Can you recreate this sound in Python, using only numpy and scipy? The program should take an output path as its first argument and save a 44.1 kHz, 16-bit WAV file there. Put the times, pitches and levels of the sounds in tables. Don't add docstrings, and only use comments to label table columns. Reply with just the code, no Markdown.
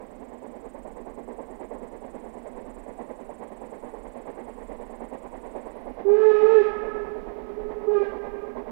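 import sys
import numpy as np
from scipy import signal
from scipy.fft import rfft, irfft, next_fast_len
from scipy.io import wavfile
from scipy.ndimage import uniform_filter1d, map_coordinates

SR = 44100
rng = np.random.default_rng(int(sys.argv[2]) if len(sys.argv) > 2 else 0)


def put_to_file(sound):
    columns = np.atleast_2d(sound).T
    safe = np.clip(columns, -1, 1)
    whole_steps = np.round(safe * 32767)
    wavfile.write(sys.argv[1], SR, whole_steps.astype(np.int16))


N = 384111
T = np.arange(N) / SR


# f/Hz, width/Hz, level/dB of the added resonance
CHIMNEY_NOTE = (242, 16, 0)
# t/s, treble gain/dB
APPROACH_TREBLE = [(0, -2), (3, -1), (5, 2.5), (8.71, 1.5)]

def train():
    centre, width, db = CHIMNEY_NOTE
    sound = filtered(exhaust() + rolling(), lambda hz: 1 + amp(db) * resonance(hz, centre, width))
    bass = filtered(sound, lambda hz: 1 / (1 + 1j * hz / 600))
    return bass + amp(curves(APPROACH_TREBLE)[0]) * (sound - bass)


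# f/Hz, relative level/dB
EXHAUST_SPECTRUM = [(41, -58), (70, -25), (171, -15), (235, -2), (322, -6), (451, 1), (731, -5),
                    (788, -4.5), (1060, -11), (1330, -27.5), (2000, -23.5), (2740, -39.5), (4540, -53),
                    (6000, -66.5), (7800, -78), (13200, -120)]

def exhaust():
    steam = unit(amp(1.74 * wobble(60)) * noise(EXHAUST_SPECTRUM))
    thump = filtered(steam, lambda hz: 1 / (1 + (hz / 340) ** 6))
    rasp = filtered(steam, lambda hz: 1 - 1 / (1 + (hz / 1350) ** 6))
    bark = steam - thump - rasp
    when, db = beats()
    return (bark * puffs(when, db, rise_s=0.014, t60_s=0.28, lead_s=0.039)
            + thump * puffs(when, db, rise_s=0.011, t60_s=0.25, lead_s=0.026)
            + amp(1) * rasp * puffs(when, db, rise_s=0.014, t60_s=0.24, lead_s=0.026))


# t/s, turns so far
WHEEL_TURNS = [(0.016, 0), (0.878, 2), (2.157, 5), (3.428, 8), (4.712, 11), (5.999, 14), (7.29, 17),
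               (9.011, 21)]
# t/s, level/dB of the strongest beat
ENGINE_EFFORT = [(0, -41.5), (0.8, -39.5), (1.6, -36.5), (2.3, -39.5), (3.5, -38.5), (5, -40), (6, -39.5),
                 (7.5, -40.5), (8.71, -38)]
# level/dB against the strongest, lateness/turns
VALVE_BEATS = [(-0.5, 0.0071), (-3, 0.0035), (-4.5, -0.0048), (-3.5, -0.0037)]

def beats():
    times, turns = np.transpose(WHEEL_TURNS)
    per_turn = len(VALVE_BEATS)
    beat = np.arange(int(np.interp(N / SR, times, turns) * per_turn) + 1)
    valve_db, late = np.transpose(VALVE_BEATS)[:, beat % per_turn]
    when = np.interp(beat / per_turn + late, turns, times)
    scatter_db = 0.67 * rng.standard_normal(len(beat))
    return when, np.interp(when, *np.transpose(ENGINE_EFFORT)) + valve_db + scatter_db


def puffs(when, db, rise_s, t60_s, lead_s):
    spikes, t = np.zeros(N + SR), T[:SR // 4]
    spikes[np.round(when * SR).astype(int)] = amp(db)
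    shape = (1 - np.exp(-t / rise_s)) ** 2 * amp(-60 * t / t60_s)
    return signal.fftconvolve(spikes, shape / shape.max())[round(lead_s * SR):][:N]


# t/s, depth/dB
TONE_DIPS = [(6.16, -3), (6.222, -1), (6.329, -7.5), (6.486, -3), (6.534, -0.5), (6.595, -5), (7.941, -5.5),
             (7.993, -21.5)]

def whistle():
    tone, octave, upper = pipe(pitch_ratio=0.99)
    dips_db = sum(depth * np.exp(-((T - when) / 0.007) ** 2) for when, depth in TONE_DIPS)
    straight = tone * amp(dips_db) + octave + amp(-4.5) * upper
    far_tone, far_octave, far_upper = pipe(pitch_ratio=0.97)
    overtone_echo = amp(-3) * valley(far_upper + amp(-5.5) * far_octave)
    tone_echo = amp(-5.5) * valley(far_tone)
    return straight + overtone_echo + tone_echo


# t/s, f/Hz before pitch_ratio, tone level/dB
WHISTLE_BLASTS = [
    [(6.03, 403.8, -62.5), (6.056, 399.1, -25), (6.108, 411.9, -16.5), (6.188, 436.9, -22.5),
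     (6.272, 437.1, -16.5), (6.37, 424.1, -20), (6.448, 437.4, -18.5), (6.526, 455.8, -20),
     (6.562, 443.8, -15), (6.614, 411.6, -18), (6.64, 397.4, -44.5)],
    [(7.855, 400, -41), (7.885, 416.7, -21.5), (7.93, 424, -24), (7.963, 415, -21), (8.01, 407, -23.5),
     (8.045, 404, -33)],
]
PULL_DB = [-2, 2]
# relative level/dB, share blurred by the jet (0-1)
UPPER_HARMONICS = [(5, 0.5), (-7.5, .6), (-19.5, 0.8), (-16.5, .7), (-27.5, .9), (-32.5, .95), (-34, .95)]
# f/Hz, relative level/dB
JET_SPECTRUM = [(200, -43), (450, 6), (1000, -15.5), (2000, -18), (3000, -21), (5000, -38), (7000, -52),
                (9000, -73.5)]
OCTAVE_DB, UPPER_DB, JET_DB = -23, -22.5, -29
REST_HZ, UPPER_DB_PER_HZ, JET_DB_PER_HZ = 417, 0.0709, 0.1584

def pipe(pitch_ratio):
    hz, db = curves(sum(WHISTLE_BLASTS, []))
    spans = [(rows[0][0], rows[-1][0]) for rows in WHISTLE_BLASTS]
    valve = sum(gate(start, end, 0.022) for start, end in spans)
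    pressure = sum(gate(start, end + 1, 0.12) for start, end in spans)
    phase = 2 * np.pi * np.cumsum(pitch_ratio * hz) / SR
    tone = np.sqrt(2) * np.sin(phase) * valve * amp(db)
    octave = amp(OCTAVE_DB + 3 * wobble(25)) * np.sqrt(2) * np.sin(2 * phase)
    upper = amp(JET_DB + JET_DB_PER_HZ * (hz - REST_HZ)) * pressure ** 0.7 * noise(JET_SPECTRUM)
    for k, (level_db, blur) in enumerate(UPPER_HARMONICS, start=3):
        steady = 1 - blur + blur * wobble(14 * k)
        waver = blur * wobble(14 * k)
        gain = amp(UPPER_DB + level_db + UPPER_DB_PER_HZ * (hz - REST_HZ))
        onset = pressure ** (0.19 * (k - 2))
        upper += gain * onset * (steady * np.cos(k * phase) + waver * np.sin(k * phase))
    blast = np.searchsorted([end for _, end in spans[:-1]], T)
    envelope = valve * amp(uniform_filter1d(db, size=3000) + np.array(PULL_DB)[blast])
    return tone, octave * envelope, upper * envelope


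# delay/s, level/dB
SLOPE_ECHOES = [(0, -8), (0.1, -4.5), (0.18, -11), (0.3, -12), (0.4, -12.5), (0.55, -15.5), (0.799, -31),
                (1.15, -27), (1.4, -21.5), (1.55, -26.5), (2, -30.5), (2.7, -49)]
# f/Hz, gain/dB
ECHO_COLOUR = [(300, -2), (450, -5), (850, 12.5), (1300, 4.5), (1800, 16), (3000, 11), (7000, 21)]
# f/Hz, gain rate/(dB/s)
ECHO_FADE = [(450, 5), (850, -3.5), (1300, -1.5), (2500, -11), (5000, -39.5)]

def valley(x):
    hz, delay, scatter = signal.stft(rng.standard_normal(3 * SR), SR, nperseg=256)
    echo_db = np.interp(delay, *np.transpose(SLOPE_ECHOES))
    colour_db = along(ECHO_COLOUR, hz)[:, None] + along(ECHO_FADE, hz)[:, None] * delay
    tail = signal.istft(scatter * amp(echo_db + colour_db), SR, nperseg=256)[1]
    return signal.fftconvolve(x, tail / np.sqrt(SR / 10))[:N]


# t/s, relative level/dB
ROLLING_LEVEL = [(0.0, -47.5), (1.8, -48.5), (2.2, -48), (5.9, -49.5), (6.4, -46.5), (8.71, -47)]
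# f/Hz, relative level/dB
ROLLING_SPECTRUM = [(41, -51), (70, -10), (107, -16), (156, -10), (235, 2), (305, -2), (533, -1),
                    (1000, -11), (1380, -22), (2040, -20.5), (2690, -29), (6000, -50), (7800, -80.5),
                    (13200, -120)]

def rolling():
    return amp(curves(ROLLING_LEVEL)[0] - 2 + 0.72 * wobble(2.3)) * noise(ROLLING_SPECTRUM)


# t/s, strokes so far
NEAR_STROKES = [(0.0, 0.45), (1.2, 27.11), (1.5, 33.72), (2.4, 53.3), (3.6, 79.57), (5.4, 118.6),
                (5.7, 124.7)]
FAR_STROKES = [(0.6, 13.4), (1.8, 41.12), (3.9, 89.62), (4.8, 110.35), (5.4, 123.91), (6.0, 137.16)]
# t/s, level/dB
NEAR_LOUDNESS = [(0, -76), (0.7, -73.5), (5.7, -73.5)]
FAR_LOUDNESS = [(0.6, -91), (1.8, -82), (3.3, -79.5), (6, -79.5)]
# f/Hz, width/Hz, relative level/dB
NEAR_WING_MODES = [(7570, 1120, 4.5), (8170, 900, 6.5), (9670, 300, -2.5)]
FAR_WING_MODES = [(7900, 620, -0.5), (9530, 1400, 2.5)]

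def grasshopper(strokes, loudness, wing, pegs_hz, duty, grain):
    times, count = np.transpose(strokes)
    last_pace = (count[-1] - count[-2]) / (times[-1] - times[-2])
    done = np.interp(T, times, count) + last_pace * np.maximum(T - times[-1], 0)
    travel = (done + 0.49 * duty) % 1 / duty
    swell = np.clip(travel / 0.4, 0, 1) * np.clip((1 - travel) / 0.44, 0, 1)
    peg_phase = np.cumsum(pegs_hz * (1 + 0.091 * wobble(80))) / SR % 1
    scrape = rng.standard_normal(N) * (1 - grain + grain * np.exp(-peg_phase / 0.2))
    drive = swell * scrape * amp(1.1 * wobble(21.7))
    buzz = filtered(drive, lambda hz: sum(amp(db) * resonance(hz, f, width) ** 2 for f, width, db in wing))
    return unit(buzz) * amp(curves(loudness)[0])


# t/s, level/dB
WIND_LEVEL = [(0, -55), (2.8, -56.5), (3.2, -59), (5, -51), (6.4, -54), (7.3, -50), (8.71, -53)]
# f/Hz, relative level/dB
BUFFET_SPECTRUM = [(8.8, -34), (15, 2), (43, 3), (57, -6.5), (90, -24.5), (120, -47.5), (200, -120)]

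def wind():
    gusts = amp(1.9 * wobble(5.5) + 1.2 * wobble(2.5))
    return amp(curves(WIND_LEVEL)[0]) * unit(gusts * noise(BUFFET_SPECTRUM))


# f/Hz, relative level/dB
HISS_SPECTRUM = [(15, 18.5), (40, 10.5), (100, -4.5), (1000, -1), (6000, -3), (12000, -5), (15700, -4)]

def preamp_hiss():
    return amp(-73) * np.array([noise(HISS_SPECTRUM), noise(HISS_SPECTRUM)])


def amp(db):
    return 10 ** (np.asarray(db) / 20)


def unit(x):
    return x / np.sqrt(np.mean(x ** 2) + 1e-20)


def along(points, hz):
    f, values = np.transpose(points)
    return np.interp(np.log(hz + 1), np.log(f + 1), values)


def curves(rows):
    times, *columns = np.transpose(rows)
    return [np.interp(T, times, column) for column in columns]


def wobble(rate):
    knots, coarse = rng.standard_normal(int(N * rate / SR) + 4), T[::16]
    return np.interp(T, coarse, map_coordinates(knots, [coarse * rate]))


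def resonance(hz, centre, width):
    return 1j * hz * width / (centre ** 2 - hz ** 2 + 1j * hz * width)


def filtered(x, response):
    size = next_fast_len(N + SR // 2)
    return irfft(rfft(x, size) * response(np.fft.rfftfreq(size, 1 / SR)), size)[..., :N]


def noise(spectrum):
    return unit(filtered(rng.standard_normal(N), lambda hz: amp(along(spectrum, hz))))


def gate(start, end, fade):
    return np.clip((T - start) / fade, 0, 1) * np.clip((end - T) / fade, 0, 1)


def scene():
    near = grasshopper(NEAR_STROKES, NEAR_LOUDNESS, NEAR_WING_MODES, pegs_hz=284, duty=0.77, grain=0.55)
    far = grasshopper(FAR_STROKES, FAR_LOUDNESS, FAR_WING_MODES, pegs_hz=320, duty=0.84, grain=0.68)
    insects = near * gate(-1, 5.735, 0.01) + far * gate(0.65, 5.965, 0.012)
    sound = train() + whistle() + insects + wind()
    return np.array([sound, sound])


def record(dry):
    crosstalk_db, gain_db, top_hz = -58, 6.02, 15740
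    inputs = dry * amp([[crosstalk_db], [gain_db]]) + preamp_hiss()
    return filtered(inputs, lambda hz: hz < top_hz)


dry = scene()
out = record(dry)
put_to_file(out)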